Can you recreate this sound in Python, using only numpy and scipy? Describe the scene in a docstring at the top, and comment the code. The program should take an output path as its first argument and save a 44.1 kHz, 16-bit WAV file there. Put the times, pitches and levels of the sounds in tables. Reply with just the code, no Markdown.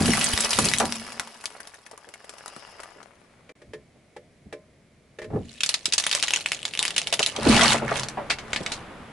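"""Beside a car tyre on asphalt: small light bulbs burst as sharp snaps with crumbling showers and a crunch of grains,
then grit ticks under the tread as the wheel rolls off to the left. The level dips briefly; the car clunks in
ringing metal modes and creeps onto a stack of glass panes, which crack one after another and grind.
The wheel drops off the edge with dull blows of damped noise, and the stack slides apart in a clattering rush of
grains; the exhaust passes the microphone and the last panes clack down as the car, in shaped noise, moves on."""
import sys
import numpy as np
from scipy import signal
from scipy.fft import rfft, irfft, next_fast_len
from scipy.io import wavfile
from scipy.ndimage import uniform_filter1d

SR = 44100
rng = np.random.default_rng(int(sys.argv[2]) if len(sys.argv) > 2 else 0)


def bounce(signal):
    """Save signal as a 16-bit WAV file at the path given by the first command-line argument."""
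    frames = np.transpose(np.atleast_2d(signal))
    limited = np.clip(frames, -1, 1)
    pcm = np.round(limited * 32767).astype(np.int16)
    wavfile.write(sys.argv[1], SR, pcm)


N = 402191
TIME = np.arange(N) / SR

# All levels are relative: layer gains, the underbody scatter and the microphone input come after them.

# Engine and road hiss. Each row: time in seconds, level in dB.
ENGINE_LEVEL = [(1.8,-75),(3.2,-61),(4.1,-62.5),(5.0,-63.5),(5.6,-59),(7.2,-48),(7.9,-50),(9.12,-55)]
# Tyres rolling away. Each row: time in seconds, level in dB.
ROLL_LEVEL = [(2.9,-79),(3.5,-64),(3.7,-86),(7.3,-62),(7.6,-36),(8.2,-46),(8.8,-44),(9.12,-48)]
# The car lurches on its springs. Each row: time in seconds, body shaking in dB, ring of the tyre's air in dB,
# dying away of the body in dB per second.
SPRING_LURCHES = [(.03, -25.5, -24, 80), (.61, -33, -35, 69), (0.819, -41, -37.5, 77),
                  (3.69, -52.5, -67.5, 51), (5.358, -28.5, -35.5, 188), (7.5, -21.5, -22, 95)]
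# The car clunks as it takes up the load. Each row: start in seconds, peak in dB.
LOAD_CLUNKS = [(3.492, -33.5), (3.617, -39), (3.734, -26.5), (3.742, -32), (4.164, -30), (4.526, -27.5),
               (4.535, -36.5), (5.187, -26), (5.217, -29.5), (5.227, -30.5), (5.243, -29.5)]
# What the clunks ring with. Each row: pitch in Hz, middle level in dB, 60 dB decay in seconds.
METAL_MODES = [(297,-14.5,0.16),(357,-4,0.17),(432,-1,0.13),(497,0,0.16),(582,-7,0.2),(624,-10,0.35),(825,-4,0.042),(1038,-25,0.36),(1709,-14,0.13),(1820,-8,0.1),(2043,-6,0.078),(2347,-8,.1),(2634,-12,0.059)]
# Dull blows through tyre and stack. Each row: start in seconds, peak in dB, pitch in Hz, 60 dB decay in seconds.
DULL_BLOWS = [(0.009, -19, 220, 0.077), (0.086, -19, 219, 0.059), (0.136, -47, 124, 0.079),
              (0.336, -25, 86, 0.018), (0.585, -22, 252, 0.17), (0.653, -28.5, 232, 0.17),
              (0.8, -19, 730, 0.21), (0.833, -28.5, 221, 0.17), (1.195, -37, 890, 0.21),
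              (1.93, -42.5, 520, 0.052), (2.07, -44, 480, 0.14), (2.564, -40.5, 328, 0.048),
              (2.959, -49.5, 436, 0.24), (3.955, -54, 272, 0.12), (4.457, -44.5, 130, 0.15),
              (5.3, -37, 500, 0.27), (5.332, -26.5, 354, 0.14), (5.358, -24, 273, 0.11),
              (5.408, -37, 294, 0.054), (5.879, -38.5, 198, 0.036), (7.125, -25.5, 590, 0.086),
              (7.194, -24, 600, 0.061), (7.382, -25, 410, 0.13), (7.461, -12, 267, 0.17),
              (7.493, -14.5, 226, 0.12), (7.55, -25, 272, 0.12), (7.744, -18, 684, 0.061),
              (7.819, -25.5, 516, 0.14), (7.914, -17, 590, 0.057), (7.889, -28, 1500, 0.051),
              (8.171, -25.5, 590, 0.23), (8.604, -29.5, 200, 0.087)]
# The loudest bulb shells snapping. Each row: start in seconds, peak in dB, ring in Hz, crumbling in dB re the snap.
SHELL_SNAPS = [(0.134, -8.5, 2030, -9), (0.171, -3, 1340, -19.5), (0.211, -8, 2600, -13),
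               (0.242, -1, 8300, -17), (0.335, -10.5, 3100, -16), (0.376, -2.5, 1770, -22),
               (0.405, -4, 7750, -11), (0.446, -12.5, 5670, -5.5), (0.506, -8, 5200, -9.5),
               (0.531, -5.5, 3040, -12), (0.587, 2, 1080, -12.5), (0.653, -4.5, 9100, -13),
               (0.686, -5.5, 4850, -15), (0.736, 4, 2040, -73), (0.784, -2, 7960, -25),
               (0.799, -5, 1310, -9), (0.854, -9, 4660, -20), (0.923, -2.5, 5200, -39),
               (0.955, -15.5, 1070, -11.5), (1.196, -7, 1490, -18), (1.456, -8.5, 3440, -18)]
# Larger stones and crumbs of glass under the tread. Each row: start in seconds, peak in dB, ring in Hz.
STONE_TICKS = [(1.065, -25, 1660), (1.12, -24, 2440), (1.273, -24.5, 915), (1.44, -21, 1390),
               (1.603, -24.5, 1500), (1.672, -25, 5400), (1.742, -28.5, 1700), (1.863, -27.5, 1790),
               (1.912, -26.5, 745), (1.976, -29.5, 1130), (2.088, -30.5, 585), (2.138, -25.5, 2160),
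               (2.244, -34.5, 616), (2.293, -24.5, 5050), (2.337, -32, 624), (2.382, -27.5, 2240),
               (2.459, -25.5, 930), (2.479, -23, 910), (2.563, -28, 1350), (2.802, -27, 993),
               (2.833, -25, 1200), (3.029, -36, 4500)]
# The tread pressing on loose grit. Each row: time in seconds, level in dB.
TREAD_LEVEL = [(0, -29.5), (1.05, -42.5), (1.35, -48), (1.6, -47), (1.85, -56), (2.2, -53), (2.5, -47.5),
               (2.85, -46.5), (3.1, -57), (3.45, -69)]
# A thin whistling hiss while the wheel turns. Each row: time in seconds, level in dB.
WHISTLE_LEVEL = [(.9,-46),(1.8,-75),(2.6,-54.5),(3.0,-67)]
# The wheel rolls off to the left. Each row: time in seconds, left minus right in dB.
TREAD_PLACE = [(.5,0.5),(1.7,2),(2.8,4),(3.4,11.5)]
# The loudest cracks of the panes. Each row: start in seconds, peak in dB, crumbling in dB re the crack.
LOUD_CRACKS = [(5.6052, -18, -6), (5.633, -10, -5), (5.661, -14, -8), (5.6903, -6.5, -9), (5.7403, -14, -1),
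               (5.8557, -9.5, -7), (5.923, -13, -7), (5.934, -16, 3), (5.98, -4.5, -8),
               (5.998, -11.5, -8.5), (6.0388, -11.5, -13), (6.0655, -1, -21), (6.113, -6, -15.5),
               (6.127, -6, -13), (6.1494, 1, -27), (6.2258, -3.5, -17), (6.2345, -12, -5.5),
               (6.2813, -10, -11), (6.3064, -5, -32), (6.3355, -4, -14), (6.3604, -7, -16),
               (6.4084, -22, -13), (6.4593, -9, -14.5), (6.4857, -22, -14), (6.5181, -5.5, -19),
               (6.5307, -17.5, -23), (6.59, -26, -17), (6.629, -20, -37), (6.6522, -9.5, -16),
               (6.6836, -38, -28), (6.736, -18, -16), (6.7508, -16, -25), (6.774, -14.5, -36),
               (6.7912, -5, -24), (6.8269, -4.5, -22), (6.8516, -6, -22), (6.8794, -8, -22),
               (6.9056, -14, -16.5), (6.963, -7, -13), (6.9795, -11, -3), (7.016, -11.5, -27),
               (7.0707, -11, -13), (7.1255, -12.5, -3.5), (7.137, -13, -3.5), (7.193, -0.5, -23),
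               (7.228, -10, -5), (7.2618, -1.5, -23), (7.362, -20.5, -4.5)]
# The cracks' ring sinks as the tyre's weight damps the stack, then comes part way back.
# Each row: time in seconds, middle pitch in Hz.
CRACK_PITCH = [(5.6, 3980), (6.0, 3950), (6.3, 2770), (6.8, 2960), (7.3, 3340)]
# Loose panes clacking on each other. Each row: start in seconds, peak in dB, ring in Hz, chatter in dB re the clack.
LOOSE_CLACKS = [(7.5068, -17, 2230, -3.5), (7.5618, -17, 2920, -4), (7.6097, -10.5, 2020, -3),
                (7.6703, -14, 2030, -25), (7.7196, -15.5, 2000, -3.5), (7.9948, -15.5, 5350, -33),
                (8.0325, -15.5, 4400, -17), (8.0848, -18, 6300, -18.5), (8.299, -18, 2320, -2),
                (8.3096, -11.5, 2260, -12), (8.319, -23.5, 2730, -8), (8.5311, -11, 1940, -16.5),
                (8.5602, -15, 2000, -11), (8.6618, -14.5, 2250, -14), (8.385, -30.5, 2180, -4.5),
                (8.7184, -16, 4100, -9)]
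# The panes shift on each other. Each row: start in seconds, end in seconds, scrape in dB, clatter in dB.
STACK_SLIDES = [(5.496, 7.4, -49.5, -80), (7.529, 7.72, -18, -16), (7.952, 7.996, -32, -25),
                (8.55, 8.772, -45, -40)]

# Spectral shapes, scaled to unit energy in use. Each row: frequency in Hz, density in dB per Hz.
RUMBLE_SPECTRUM = [(20,-10.5),(60,1.5),(140,6),(420,-9.5),(2000,-51)]
ENGINE_SPECTRUM = [(50,-15.5),(140,-6),(450,-9.5),(640,-8.5),(850,-20),(1550,-21.5),(2200,-15.5),(2700,-23.5),(5500,-28.5),(11000,-32)]
ROLL_SPECTRUM = [(270,-0.5),(1300,-4),(3300,-16),(6000,-34)]
BULB_SPECTRUM = [(200,-6.5),(420,-10),(1100,-4.5),(2640,-5),(11000,-4.5)]
TICK_SPECTRUM = [(150,-5.5),(400,6),(1500,5.5),(3500,-2),(11000,0)]
SPLINTER_SPECTRUM = [(900,-24),(1600,-4.5),(2600,0),(3800,-2),(5200,-1),(6800,-4.5),(11000,-2.5)]
GRIT_SPECTRUM = [(200,-11.5),(400,-4),(650,-0.5),(1100,-1.5),(1800,-5.5),(2800,-13.5),(5000,-30)]
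PANE_SPECTRUM = [(180,-8.5),(400,-3.5),(1000,-2.5),(2600,1),(4200,-2.5),(7700,-1.5),(11000,-5.5),(13000,-10.5)]
CLACK_SPECTRUM = [(250,4.5),(900,3),(2000,-0.5),(4500,-3.5),(11000,-14),(13000,-40)]
SCRAPE_SPECTRUM = [(900,-19.5),(1700,-9),(2600,-4),(4200,-6),(6000,-10.5),(11000,-13.5),(13000,-63)]
# Likeness of left and right. Each row: frequency in Hz, correlation from 0 to 1.
STEREO_LIKENESS = [(150,.97),(400,.85),(1000,.78),(2500,.65),(5000,.3)]

# car
TYRE_HZ, EXHAUST_HZ = 226, 132.6
TYRE_ROLL_DB, TYRE_FLOOR_DB = -11.5, -76.5  # re the rolling roar; at rest
TYRE_FALL_SHARE = 0.66  # the air in the tyre rings on longer than the body
LURCH_RISE_DB_PER_S = 227
RUMBLE_ROLL_DB, RUMBLE_FLOOR_DB = -11, -71  # re the rolling roar; at rest
# the exhaust passes the microphone
EXHAUST_START_S, EXHAUST_END_S, EXHAUST_DB = 7.65, 8.02, -41.5
EXHAUST_RISE_DB_PER_S, EXHAUST_FALL_DB_PER_S = 47, 36
# the body shudders while the car strains to climb the stack: an end before the start means no hold,
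# so the fall is already under way when the level has risen
STRAIN_START_S, STRAIN_FALL_FROM_S, STRAIN_DB = 4.2, 1.23, -59
STRAIN_RISE_DB_PER_S, STRAIN_FALL_DB_PER_S = 298, 1.5

# bulbs: they give way under full load, then the crunch dies away
CRUSH_END_S, CRUSH_FALL_DB_PER_S = 0.7, 73
CRUSH_SPLINTER_DB, CRUSH_GRIT_DB = -26, -37.5
# splinters stuck in the tread, re the grit, fade as it rolls
TREAD_SPLINTER_DB, SPLINTER_FADE_DB_PER_S = 4, 5
TICK_CRUMBLE_DB = -11

# panes
RING_SCATTER_OCT = 0.2
LEAD_S, LEAD_LOSS_DB = 0.0019, 23  # a faint tick just ahead of each crack
RUN_ON_MIN_S, RUN_ON_MAX_S, RUN_ON_LOSS_DB = 0.013, 0.051, 15  # a weaker crack follows each one
RUN_ON_CRUMBLE_DB = -22  # for ticks ahead and run-ons
# the broken edges then grind on each other
GRIND_DB, GRIND_CLATTER_DB, GRIND_FALL_DB_PER_S = -26.5, -29.5, 226
SLIDE_RISE_DB_PER_S, SLIDE_FALL_DB_PER_S = 158, 289
CLATTER_FALL_DB_PER_S, CLATTER_LEAD_S = 120, 0.042

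# whole scene and microphone chain
PING_WIDTH_HZ = 150
GAP_START_S, GAP_END_S = 3.523, 3.553
INPUT_DB, CEILING = 2, 0.62  # ceiling as a share of full scale
TREBLE_HZ, CUTOFF_HZ, TOP_LEAK_DB = 11150, 15300, -29


def from_db(db):
    """Decibels to gain."""
    return 10 ** (np.asarray(db) / 20)


def rms_one(x):
    """Scale to unit rms."""
    return x / np.sqrt(np.mean(x ** 2) + 1e-20)


def level_curve(rows):
    """Gain in time from rows of seconds and dB, silent outside their span but for 0.1 s ramps."""
    s, db = np.transpose(rows)
    ramps = np.interp(TIME, [s[0] - .1, s[0], s[-1], s[-1] + .1], [0, 1, 1, 0])
    return from_db(np.interp(TIME, s, db)) * ramps


def swell(start_s, end_s, level_db, rise, fall):
    """Gain that rises to a level, holds from start to end and dies away; slopes in dB per second."""
    t = TIME[::40]
    before = np.maximum(start_s - t, 0)
    after = np.maximum(t - end_s, 0)
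    return np.interp(TIME, t, from_db(level_db - abs(rise) * before - abs(fall) * after))


def at_hz(points, hz):
    """Read a spectrum on a log-frequency axis."""
    f, value = np.transpose(points)
    return np.interp(np.log(hz + 1), np.log(f), value)


def response(spectrum, size=4096):
    """Causal (minimum-phase) impulse response of a spectrum, of unit energy."""
    magnitude = from_db(at_hz(spectrum, np.fft.rfftfreq(size, 1 / SR)))
    cepstrum = irfft(np.log(magnitude))
    folded = 2 * cepstrum * (np.arange(size) < size // 2)
    h = irfft(np.exp(rfft(folded)))[:size // 2]
    return h / np.linalg.norm(h)


def through(x, h):
    """Convolve both channels, keeping the length."""
    return signal.oaconvolve(x, np.atleast_2d(h), axes=-1)[:, :x.shape[-1]]


def resonate(x, hz, width_hz):
    """Two-pole resonance with gain 1 on top."""
    r = np.exp(-np.pi * width_hz / SR)
    top = np.array([1, 0, -1]) * (1 - r * r) / 2
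    poles = [1, -2 * r * np.cos(2 * np.pi * hz / SR), r * r]
    return signal.lfilter(top, poles, x + 1e-18)


def spread(pair):
    """Two unrelated signals become left and right: alike in the bass, apart in the treble."""
    size = next_fast_len(pair.shape[-1])
    mid, side = rfft(pair, size)
    alike = np.clip(at_hz(STEREO_LIKENESS, np.fft.rfftfreq(size, 1 / SR)), 0, 1)
    side = side * np.sqrt((1 - alike) / (1 + alike))
    return irfft(np.array([mid + side, mid - side]), size)[:, :pair.shape[-1]]


def noise(size):
    """Flat-spectrum noise, spread in stereo."""
    return spread(rng.standard_normal((2, size)))


def add(out, s, sound):
    """Mix a sound in at a time in seconds."""
    i = max(0, round(s * SR))
    out[:, i:i + sound.shape[-1]] += sound[:, :N - i]


def car():
    """Noise shaped into road rumble, the ring of the tyre's air, exhaust drone, rolling roar and engine hiss."""
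    rolling = level_curve(ROLL_LEVEL)
    shaking_power = sum(swell(s, s, db, LURCH_RISE_DB_PER_S, fall) ** 2 for s, db, _, fall in SPRING_LURCHES)
    ringing_power = sum(swell(s, s, db, LURCH_RISE_DB_PER_S, fall * TYRE_FALL_SHARE) ** 2
                        for s, _, db, fall in SPRING_LURCHES)
    strain = swell(STRAIN_START_S, STRAIN_FALL_FROM_S, STRAIN_DB, STRAIN_RISE_DB_PER_S, STRAIN_FALL_DB_PER_S)
    rolling_rumble = from_db(RUMBLE_ROLL_DB) * rolling + from_db(RUMBLE_FLOOR_DB)
    rumble_gain = np.sqrt(shaking_power + strain ** 2 + rolling_rumble ** 2)
    rolling_ring = from_db(TYRE_ROLL_DB) * rolling + from_db(TYRE_FLOOR_DB)
    tyre_gain = np.sqrt(ringing_power + rolling_ring ** 2)
    exhaust_gain = swell(EXHAUST_START_S, EXHAUST_END_S, EXHAUST_DB,
                         EXHAUST_RISE_DB_PER_S, EXHAUST_FALL_DB_PER_S)

    air = resonate(resonate(noise(N), TYRE_HZ, 18), TYRE_HZ, 36)
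    # constant rolling keeps the ring fairly even
    air_power = uniform_filter1d(air ** 2 + 1e-12, size=800)
    air = rms_one(air / air_power ** 0.14)
    drone = rms_one(resonate(resonate(noise(N), EXHAUST_HZ, 14), EXHAUST_HZ, 40))
    road = through(noise(N), response(RUMBLE_SPECTRUM))
    roar = rolling * through(noise(N), response(ROLL_SPECTRUM))
    engine = level_curve(ENGINE_LEVEL) * through(noise(N), response(ENGINE_SPECTRUM))
    return rumble_gain * road + tyre_gain * air + exhaust_gain * drone + roar + engine


def clunks(contact_s, vary_db, rattle_db, rattle_t60, size=14000):
    """A rough metal contact rings the underbody in decaying modes, with a short rattle."""
    out, t = np.zeros((2, N)), np.arange(size) / SR
    for s, peak_db in LOAD_CLUNKS:
        modes = 0
        for hz, db, t60 in METAL_MODES:
            gain = from_db(db + vary_db * rng.standard_normal() - 60 * t / t60)
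            modes = modes + gain * np.sin(2 * np.pi * (hz * t + rng.random()))
        rattle = rms_one(resonate(noise(size), 1500, 1340)) * from_db(rattle_db - 60 * t / rattle_t60)
        hit = (modes + rattle) * (1 - np.exp(-t / contact_s))
        add(out, s, from_db(peak_db) * hit / np.abs(hit).max())
    return out


def thumps(rise_s, damping, dull_ratio, size=16000):
    """The rubber slaps down and shakes what lies under it: a dull, heavily damped shudder."""
    out, t = np.zeros((2, N)), np.arange(size) / SR
    for s, peak_db, hz, t60 in DULL_BLOWS:
        soft = signal.butter(2, hz * dull_ratio, fs=SR, output="sos")
        shudder = signal.sosfilt(soft, resonate(noise(size), hz, hz * damping))
        blow = shudder * (1 - np.exp(-t / rise_s)) * from_db(-60 * t / t60)
        add(out, s, from_db(peak_db) * blow / np.abs(blow).max())
    return out


def cracks(rows, colour, snap_s, crackle_db, crumble_t60, ring_db, ring_q, ping_db, lumps_db, width, size=7000):
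    """Each break: a sharp release with a brief crackle, then a dying shower of micro-cracks, both ringing the piece."""
    out, t, body = np.zeros((2, N)), np.arange(size) / SR, response(colour)
    for s, peak_db, hz, crumble_db in rows:
        burst = rng.standard_normal((2, size)) * np.exp(-t / snap_s)
        burst /= np.linalg.norm(burst, axis=1, keepdims=True)
        click = t == 0
        snap = click + from_db(crackle_db) * burst[0] + width * burst[1] * [[1], [-1]]
        # the shower comes in lumps: a random level every 60 samples
        coarse = t[::60]
        lumps = from_db(lumps_db * np.interp(t, coarse, rng.standard_normal(len(coarse))))
        lumps = rms_one(lumps)
        # a broad, damped main mode and thin pings, two of them at random for the shard's shape
        pings = [hz, *rng.uniform(hz, TREBLE_HZ, 2)]
        both = np.array([snap, noise(size)])
        main_ring = from_db(ring_db) * resonate(both, hz, hz / ring_q)
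        thin_rings = from_db(ping_db) * sum(resonate(both, f, PING_WIDTH_HZ) for f in pings)
        both = both + main_ring + thin_rings
        snap, shower = through(both[0], body), through(both[1], body)
        snap = snap / np.abs(snap.mean(0)).max()
        shower = rms_one(shower) * lumps * from_db(crumble_db - 60 * t / crumble_t60)
        add(out, s + .0008, from_db(peak_db) * (snap + shower))
    return out


def grains(colour, per_s, size_db, ping_db, cycles, hiss_db, low_hz, high_hz, count=14):
    """Countless tiny contacts, each a tick plus the ring of one of many fragments, over a fine hiss; rms 1."""
    out, total = np.zeros((2, N)), int(per_s * N / SR / count) + 1
    for hz in np.geomspace(low_hz, high_hz, count):
        draws = np.random.default_rng(rng.integers(2 ** 31)).random((total, 4))
        when, strength, sign, place = draws.T
        # many small contacts, few big ones
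        height = from_db(size_db * np.minimum(-np.log(1 - strength), 4)) * np.sign(sign - .5)
        clicks = np.zeros((2, N))
        clicks[:, (when * N).astype(int)] = height, height * np.sqrt(3) * (2 * place - 1)
        out += clicks + from_db(ping_db) * resonate(clicks, hz, hz / cycles)
    hiss = from_db(hiss_db) * rng.standard_normal((2, N))
    return rms_one(through(spread(rms_one(out) + hiss), response(colour)))


def bulbs():
    """Thin shells burst, their splinters are ground into the asphalt, and grit ticks under the tread."""
    crush = swell(0, CRUSH_END_S, 0, 0, CRUSH_FALL_DB_PER_S)
    tread = level_curve(TREAD_LEVEL)
    stuck = from_db(TREAD_SPLINTER_DB - SPLINTER_FADE_DB_PER_S * TIME) * tread
    splinter_gain = np.hypot(from_db(CRUSH_SPLINTER_DB) * crush, stuck)
    grit_gain = np.hypot(from_db(CRUSH_GRIT_DB) * crush, tread)
    snaps = cracks(SHELL_SNAPS, BULB_SPECTRUM, snap_s=0.0004, crackle_db=7, crumble_t60=0.041,
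                   ring_db=8.0, ring_q=2.8, ping_db=4, lumps_db=1.5, width=0.59)
    tick_rows = [(*tick, TICK_CRUMBLE_DB) for tick in STONE_TICKS]
    ticks = cracks(tick_rows, TICK_SPECTRUM, snap_s=0.00063, crackle_db=2.5, crumble_t60=0.041,
                   ring_db=2, ring_q=2.9, ping_db=5, lumps_db=-2.5, width=1.0)
    splinters = splinter_gain * grains(SPLINTER_SPECTRUM, per_s=700, size_db=4.0, ping_db=18.0, cycles=85,
                                       hiss_db=-10.5, low_hz=1988, high_hz=10380)
    gravel = grit_gain * grains(GRIT_SPECTRUM, per_s=350, size_db=4.5, ping_db=5, cycles=5,
                                hiss_db=-3, low_hz=400, high_hz=3000, count=8)
    whistle_bands = sum(resonate(noise(N), hz, hz / 14) for hz in (2830, 5080))
    whistle = level_curve(WHISTLE_LEVEL) * rms_one(whistle_bands)
    mix = snaps + ticks + from_db(-1.0) * splinters + from_db(-3.5) * gravel + whistle
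    left = from_db(np.interp(TIME, *np.transpose(TREAD_PLACE)) / 2)
    return mix * np.array([left, 1 / left])


def pane_breaks():
    """Rows for each crack, its faint forerunner and its weaker run-on, with pitches scattered about the curve."""
    rows = []
    for s, peak_db, crumble_db in LOUD_CRACKS:
        scatter = 2 ** (RING_SCATTER_OCT * rng.standard_normal(3))
        lead_hz, main_hz, late_hz = np.interp(s, *np.transpose(CRACK_PITCH)) * scatter
        late_s = s + rng.uniform(RUN_ON_MIN_S, RUN_ON_MAX_S)
        rows += [(s - LEAD_S, peak_db - LEAD_LOSS_DB, lead_hz, RUN_ON_CRUMBLE_DB),
                 (s, peak_db, main_hz, crumble_db),
                 (late_s, peak_db - RUN_ON_LOSS_DB, late_hz, RUN_ON_CRUMBLE_DB)]
    return rows


def sliding():
    """Gains of scrape and clatter: fresh edges grind after every crack, and the stack shifts in a few slides."""
    kicks = np.zeros(N)
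    for s, peak_db, _ in LOUD_CRACKS:
        kicks[round(s * SR)] = from_db(peak_db) ** 2
    # each crack adds power, which then drains away
    keep = from_db(-GRIND_FALL_DB_PER_S / SR) ** 2
    grind = np.sqrt(signal.lfilter([1], [1, -keep], kicks + 1e-18))
    scrape, clatter = from_db(GRIND_DB) * grind, from_db(GRIND_CLATTER_DB) * grind
    for start, end, scrape_db, clatter_db in STACK_SLIDES:
        scrape_swell = swell(start, end, scrape_db, SLIDE_RISE_DB_PER_S, SLIDE_FALL_DB_PER_S)
        clatter_swell = swell(start - CLATTER_LEAD_S, end - CLATTER_LEAD_S, clatter_db,
                              SLIDE_RISE_DB_PER_S, CLATTER_FALL_DB_PER_S)
        scrape = np.hypot(scrape, scrape_swell)
        clatter = np.hypot(clatter, clatter_swell)
    return scrape, clatter


def panes():
    """Sheets crack under the load, then scrape, clatter and clack as the stack fans out."""
    scrape, clatter = sliding()
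    breaks = cracks(pane_breaks(), PANE_SPECTRUM, snap_s=0.00041, crackle_db=6.5, crumble_t60=0.042,
                    ring_db=12.5, ring_q=1.5, ping_db=14.5, lumps_db=-1.0, width=0.08)
    clacks = cracks(LOOSE_CLACKS, CLACK_SPECTRUM, snap_s=0.0024, crackle_db=5.0, crumble_t60=0.1,
                    ring_db=12, ring_q=0.5, ping_db=15.5, lumps_db=3.0, width=0.52)
    scraping = scrape * grains(SCRAPE_SPECTRUM, per_s=2500, size_db=6.5, ping_db=15.0, cycles=22,
                               hiss_db=-9, low_hz=1793, high_hz=8840)
    clattering = clatter * grains(GRIT_SPECTRUM, per_s=800, size_db=5.0, ping_db=20.0, cycles=11,
                                  hiss_db=-0.5, low_hz=468, high_hz=2660, count=10)
    return breaks + clacks + from_db(-2.5) * scraping + from_db(-7.0) * clattering


def underbody(x, wet_db, t60, size=16000):
    """Sound scatters briefly between the road and the underside of the car."""
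    t = np.arange(size) / SR
    echoes = noise(size) * from_db(-60 * t / t60) * (t > .003)
    return x + from_db(wet_db) * through(x, echoes / np.linalg.norm(echoes[0]))


def scene():
    """Car, blows and glass together; the level dips briefly between the two crushings."""
    glass = bulbs() + panes()
    blows = from_db(5.5) * thumps(rise_s=0.002, damping=0.59, dull_ratio=2.5)
    metal = from_db(-2.0) * clunks(contact_s=0.0005, vary_db=4.0, rattle_db=-2.5, rattle_t60=0.071)
    near_road = underbody(glass + blows + metal, wet_db=-10, t60=0.087)
    in_gap = (TIME > GAP_START_S) & (TIME < GAP_END_S)
    sounding = uniform_filter1d(1.0 - in_gap, size=100)
    return (near_road + car()) * np.maximum(sounding, from_db(-34))


def record(dry):
    """The microphone chain rounds peaks; the top octave is mostly shut off and ends in a steep cut."""
    rounded = CEILING * np.tanh(from_db(INPUT_DB) * dry / CEILING)
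    treble_stop = signal.ellip(8, .3, 60, TREBLE_HZ, fs=SR, output="sos")
    steep_cut = signal.ellip(8, .3, 80, CUTOFF_HZ, fs=SR, output="sos")
    dull = signal.sosfilt(treble_stop, rounded)
    return signal.sosfilt(steep_cut, dull + from_db(TOP_LEAK_DB) * rounded)


dry = scene()
out = record(dry)
bounce(out)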